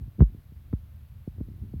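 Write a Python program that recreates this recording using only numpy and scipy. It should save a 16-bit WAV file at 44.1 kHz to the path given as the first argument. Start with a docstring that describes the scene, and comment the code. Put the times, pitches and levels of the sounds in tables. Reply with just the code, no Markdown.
"""A weak, uneven low throb comes first and never stops: the purr of a cat stroked on a blanket, close to a phone.
The purr is a row of uneven beats, blurred by the rumble of the hand that holds the phone; its grip scuffs softly.
Fingers bump the case: each bump is a dull falling thump, made by letting a soft blow's treble arrive first.
Skin slips on the case in scratchy ticks, each a snap with a short trail of noise.
Behind it all the microphone hisses: steady noise with a fixed colour."""
import sys
import numpy as np
from scipy import signal
from scipy.fft import rfft, irfft, next_fast_len
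from scipy.io import wavfile

SR = 44100
rng = np.random.default_rng(int(sys.argv[2]) if len(sys.argv) > 2 else 0)


def bounce(signal):
    """Save signal as a 16-bit WAV file at the path given by the first command-line argument."""
    frames = np.transpose(np.atleast_2d(signal))
    limited = np.clip(frames, -1, 1)
    pcm = np.round(limited * 32767).astype(np.int16)
    wavfile.write(sys.argv[1], SR, pcm)


def magnitude_from_level(level_db):
    """Linear magnitude for a level in decibels (20 dB per decade)."""
    exponent = np.asarray(level_db, float) / 20
    return 10 ** exponent


N = 79380  # length in samples: 1.8 s
FFT_SIZE = next_fast_len(N + SR // 2)  # at least half a second of room after the end
HZ = np.fft.rfftfreq(FFT_SIZE, 1 / SR)  # the frequencies all filters work on
PADDED = 2 * (len(HZ) - 1)  # samples that match HZ


def unit(x):
    """Scales x to an rms (average strength) of 1."""
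    return x / np.sqrt(np.mean(x ** 2) + 1e-20)


def coloured(x, points):
    """Filters x by a curve of (Hz, dB) points, read on a log frequency axis, and scales it to rms 1."""
    pitch_hz, level_db = np.transpose(points)
    curve_db = np.interp(np.log(HZ + 1), np.log(pitch_hz + 1), level_db)
    return unit(irfft(rfft(x, PADDED) * magnitude_from_level(curve_db), PADDED)[:N])


def pulses(per_s, scatter, size_db, signs):
    """Single-sample clicks at an uneven rate, rms 1; scatter is in periods, signs=False makes all positive."""
    draw = rng.standard_normal((600, 3))  # timing, size, sign
    periods = np.arange(len(draw)) + scatter * draw[:, 0]
    at = (periods * SR / per_s).astype(int)
    keep = (at >= 0) & (at < N)
    sign = np.where(signs, np.sign(draw[:, 2]), 1)
    size = magnitude_from_level(size_db * draw[:, 1]) * sign
    return unit(np.bincount(at[keep], size[keep], N))


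def throb():
    """Uneven purr beats and hand rumble share the bass; small scuffs of the grip lie above."""
    # how strong the throb is over time: time_s, bass_level_db, scuff_level_db (rms)
    throb_levels = [(0, -46.5, -53), (.07, -36.5, -59), (0.099, -50.5, -62.5), (.17, -49, -67),
                    (.28, -44.5, -59), (0.301, -44.5, -56), (.33, -46, -55), (0.391, -46.5, -56),
                    (0.429, -48, -70.5), (.5, -47.5, -70), (.62, -44.5, -66), (.7, -46, -61.5),
                    (.8, -46.5, -67), (.9, -46.5, -68.5), (1.03, -44, -67), (1.08, -54, -72),
                    (1.13, -42, -68), (1.2, -46.5, -68.5), (1.33, -49.5, -69), (1.381, -37, -50),
                    (1.46, -54, -59), (1.485, -36.5, -44.5), (1.51, -40, -47), (1.55, -42, -56),
                    (1.58, -43.5, -54), (1.61, -39, -54.5), (1.634, -36.5, -46.5), (1.66, -42, -50),
                    (1.72, -40, -60), (1.77, -33, -50), (1.8, -38, -54)]
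    # tone balance of the bass: pitch_hz, level_db (per Hz, relative)
    bass_colour = [(15, -65), (25, -32.5), (51, -7.5), (75, 0), (114, -9), (145, -11.5), (162, -28),
                   (200, -17.5), (260, -68), (440, -120)]
    # tone balance of the scuffs: pitch_hz, level_db (per Hz, relative)
    scuff_colour = [(60, -34), (120, -9.5), (170, 1), (260, -3), (400, -16.5), (600, -41), (1200, -69.5)]
    rumble_over_beats_db = -1

    time_s, bass_db, scuff_db = np.transpose(throb_levels)
    t = np.arange(N) / SR
    beats = pulses(per_s=29, scatter=0.302, size_db=0, signs=False)  # all the same size
    rumble = magnitude_from_level(rumble_over_beats_db) * rng.standard_normal(N)
    scuffs = pulses(per_s=300, scatter=0.99, size_db=3.5, signs=True)
    bass_gain = magnitude_from_level(np.interp(t, time_s, bass_db))
    scuff_gain = magnitude_from_level(np.interp(t, time_s, scuff_db))
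    return bass_gain * coloured(beats + rumble, bass_colour) + scuff_gain * coloured(scuffs, scuff_colour)


def bumps():
    """Each soft blow runs through the case as a bending wave, treble first; the low cut rings after it."""
    # finger bumps on the case: start_s (when 1000 Hz arrives), peak (full scale 1; + push, - pull),
    # soft_hz (duller above this), spread_ms (how much later 250 Hz arrives than 1000 Hz)
    bump_list = [(.0058, -0.028, 185, 1.9), (0.0216, 0.0075, 271, 1.66), (0.0764, .01, 281.6, 1.35),
                 (0.182, -0.022, 280, 1.02), (.190, 0.091, 319, 0.95), (.2037, 0.44, 273, 1.17),
                 (0.2061, 0.32, 371, 1.18), (0.2193, 0.34, 402, 1.1), (0.2238, 0.16, 266, 1.2),
                 (.231, 0.068, 300, 1.2), (0.3465, .018, 351, 0.24), (.520, .009, 350, .3),
                 (0.7289, 0.035, 500, 0.037), (0.7338, -0.15, 369, 0.14), (1.2751, -0.056, 410, 0.99),
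                 (1.4036, -0.013, 440, 1.36), (1.4065, -0.069, 205, 1.16), (1.4099, 0.053, 390, 1.025),
                 (1.484, 0.016, 330, 1.27), (1.629, 0.0062, 335, 1.1), (1.7368, -.025, 470, 1.85),
                 (1.7369, 0.026, 260, 2)]
    low_cut_hz = 47.9  # steep low cut of the phone
    spread_at_hz = 1000

    out = np.zeros(N)
    low_cut = signal.freqs(*signal.butter(10, low_cut_hz, "high", analog=True), HZ)[1]
    for start_s, peak, soft_hz, spread_ms in bump_list:
        blow = low_cut / (1 + 1j * HZ / soft_hz) ** 6
        # turns of phase: the slope over frequency is the delay, longer for the bass
        turns = spread_ms / 1000 * (2 * np.sqrt(HZ * spread_at_hz) - HZ) + start_s * HZ
        thump = irfft(blow * np.exp(-2j * np.pi * turns))[:N]
        out += peak * thump / np.abs(thump).max()
    return out


def ticks():
    """Skin slips on the case: a snap with a very short trail of grit, dulled by the case."""
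    # ticks: start_s, peak_db (0 is full scale), dull_hz (duller above this)
    tick_list = [(0.1983, -43.5, 1800), (0.203, -45, 710), (.206, -20.5, 519), (.221, -29.5, 588),
                 (.7295, -40, 1170), (0.733, -35, 420), (1.2768, -74, 350), (1.383, -43.5, 332),
                 (1.406, -42.5, 396), (1.735, -48, 380)]
    decay_s, rise_s = 0.009, 0.00065  # time to fall by 60 dB, time constant of the rise
    snap_over_grit = 1.3
    case_top_hz = 4000  # the case passes little above this

    out = np.zeros(N)
    t = np.arange(SR // 20) / SR
    shape = magnitude_from_level(-60 * t / decay_s) * (1 - np.exp(-t / rise_s))
    grit = rng.standard_normal((len(tick_list), len(t))) * shape
    snap = snap_over_grit * np.sqrt(np.sum(shape ** 2)) * (t == 0)  # one sample
    for (start_s, peak_db, dull_hz), burst in zip(tick_list, grit + snap):
        spectrum = rfft(burst, PADDED) * 1j * HZ  # tilted towards the treble
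        spectrum = spectrum / (1 + 1j * HZ / dull_hz) ** 4
        spectrum = spectrum / (1 + 1j * HZ / case_top_hz) ** 3
        tick = irfft(spectrum * np.exp(-2j * np.pi * HZ * start_s))[:N]  # moved to its start
        out += magnitude_from_level(peak_db) * tick / np.abs(tick).max()
    return out


def hiss():
    """Steady self-noise of the microphone: random noise with a fixed tone balance."""
    # tone balance of the hiss: pitch_hz, level_db (per Hz, relative)
    hiss_colour = [(180, -25), (300, -5), (500, 4), (1200, 0), (2500, -4), (4000, -7), (5500, -13),
                   (7500, -16.5), (9500, -13), (11500, -8), (12800, -4), (14000, -6.5), (15700, -9)]
    level_db = -68.5  # rms
    return magnitude_from_level(level_db) * coloured(rng.standard_normal(N), hiss_colour)


def scene():
    """Adds throb, bumps, ticks and hiss on one channel."""
    return (throb() + bumps() + ticks() + hiss())[None]


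def band_limit(x):
    """A steep low-pass at the top of the band."""
    return signal.sosfilt(signal.butter(12, 16750, fs=SR, output="sos"), x)


def record(dry):
    """The phone's converter adds a small constant offset to the sound."""
    offset = -0.0006  # full scale is 1
    return band_limit(dry + offset)


dry = scene()
out = record(dry)
bounce(out)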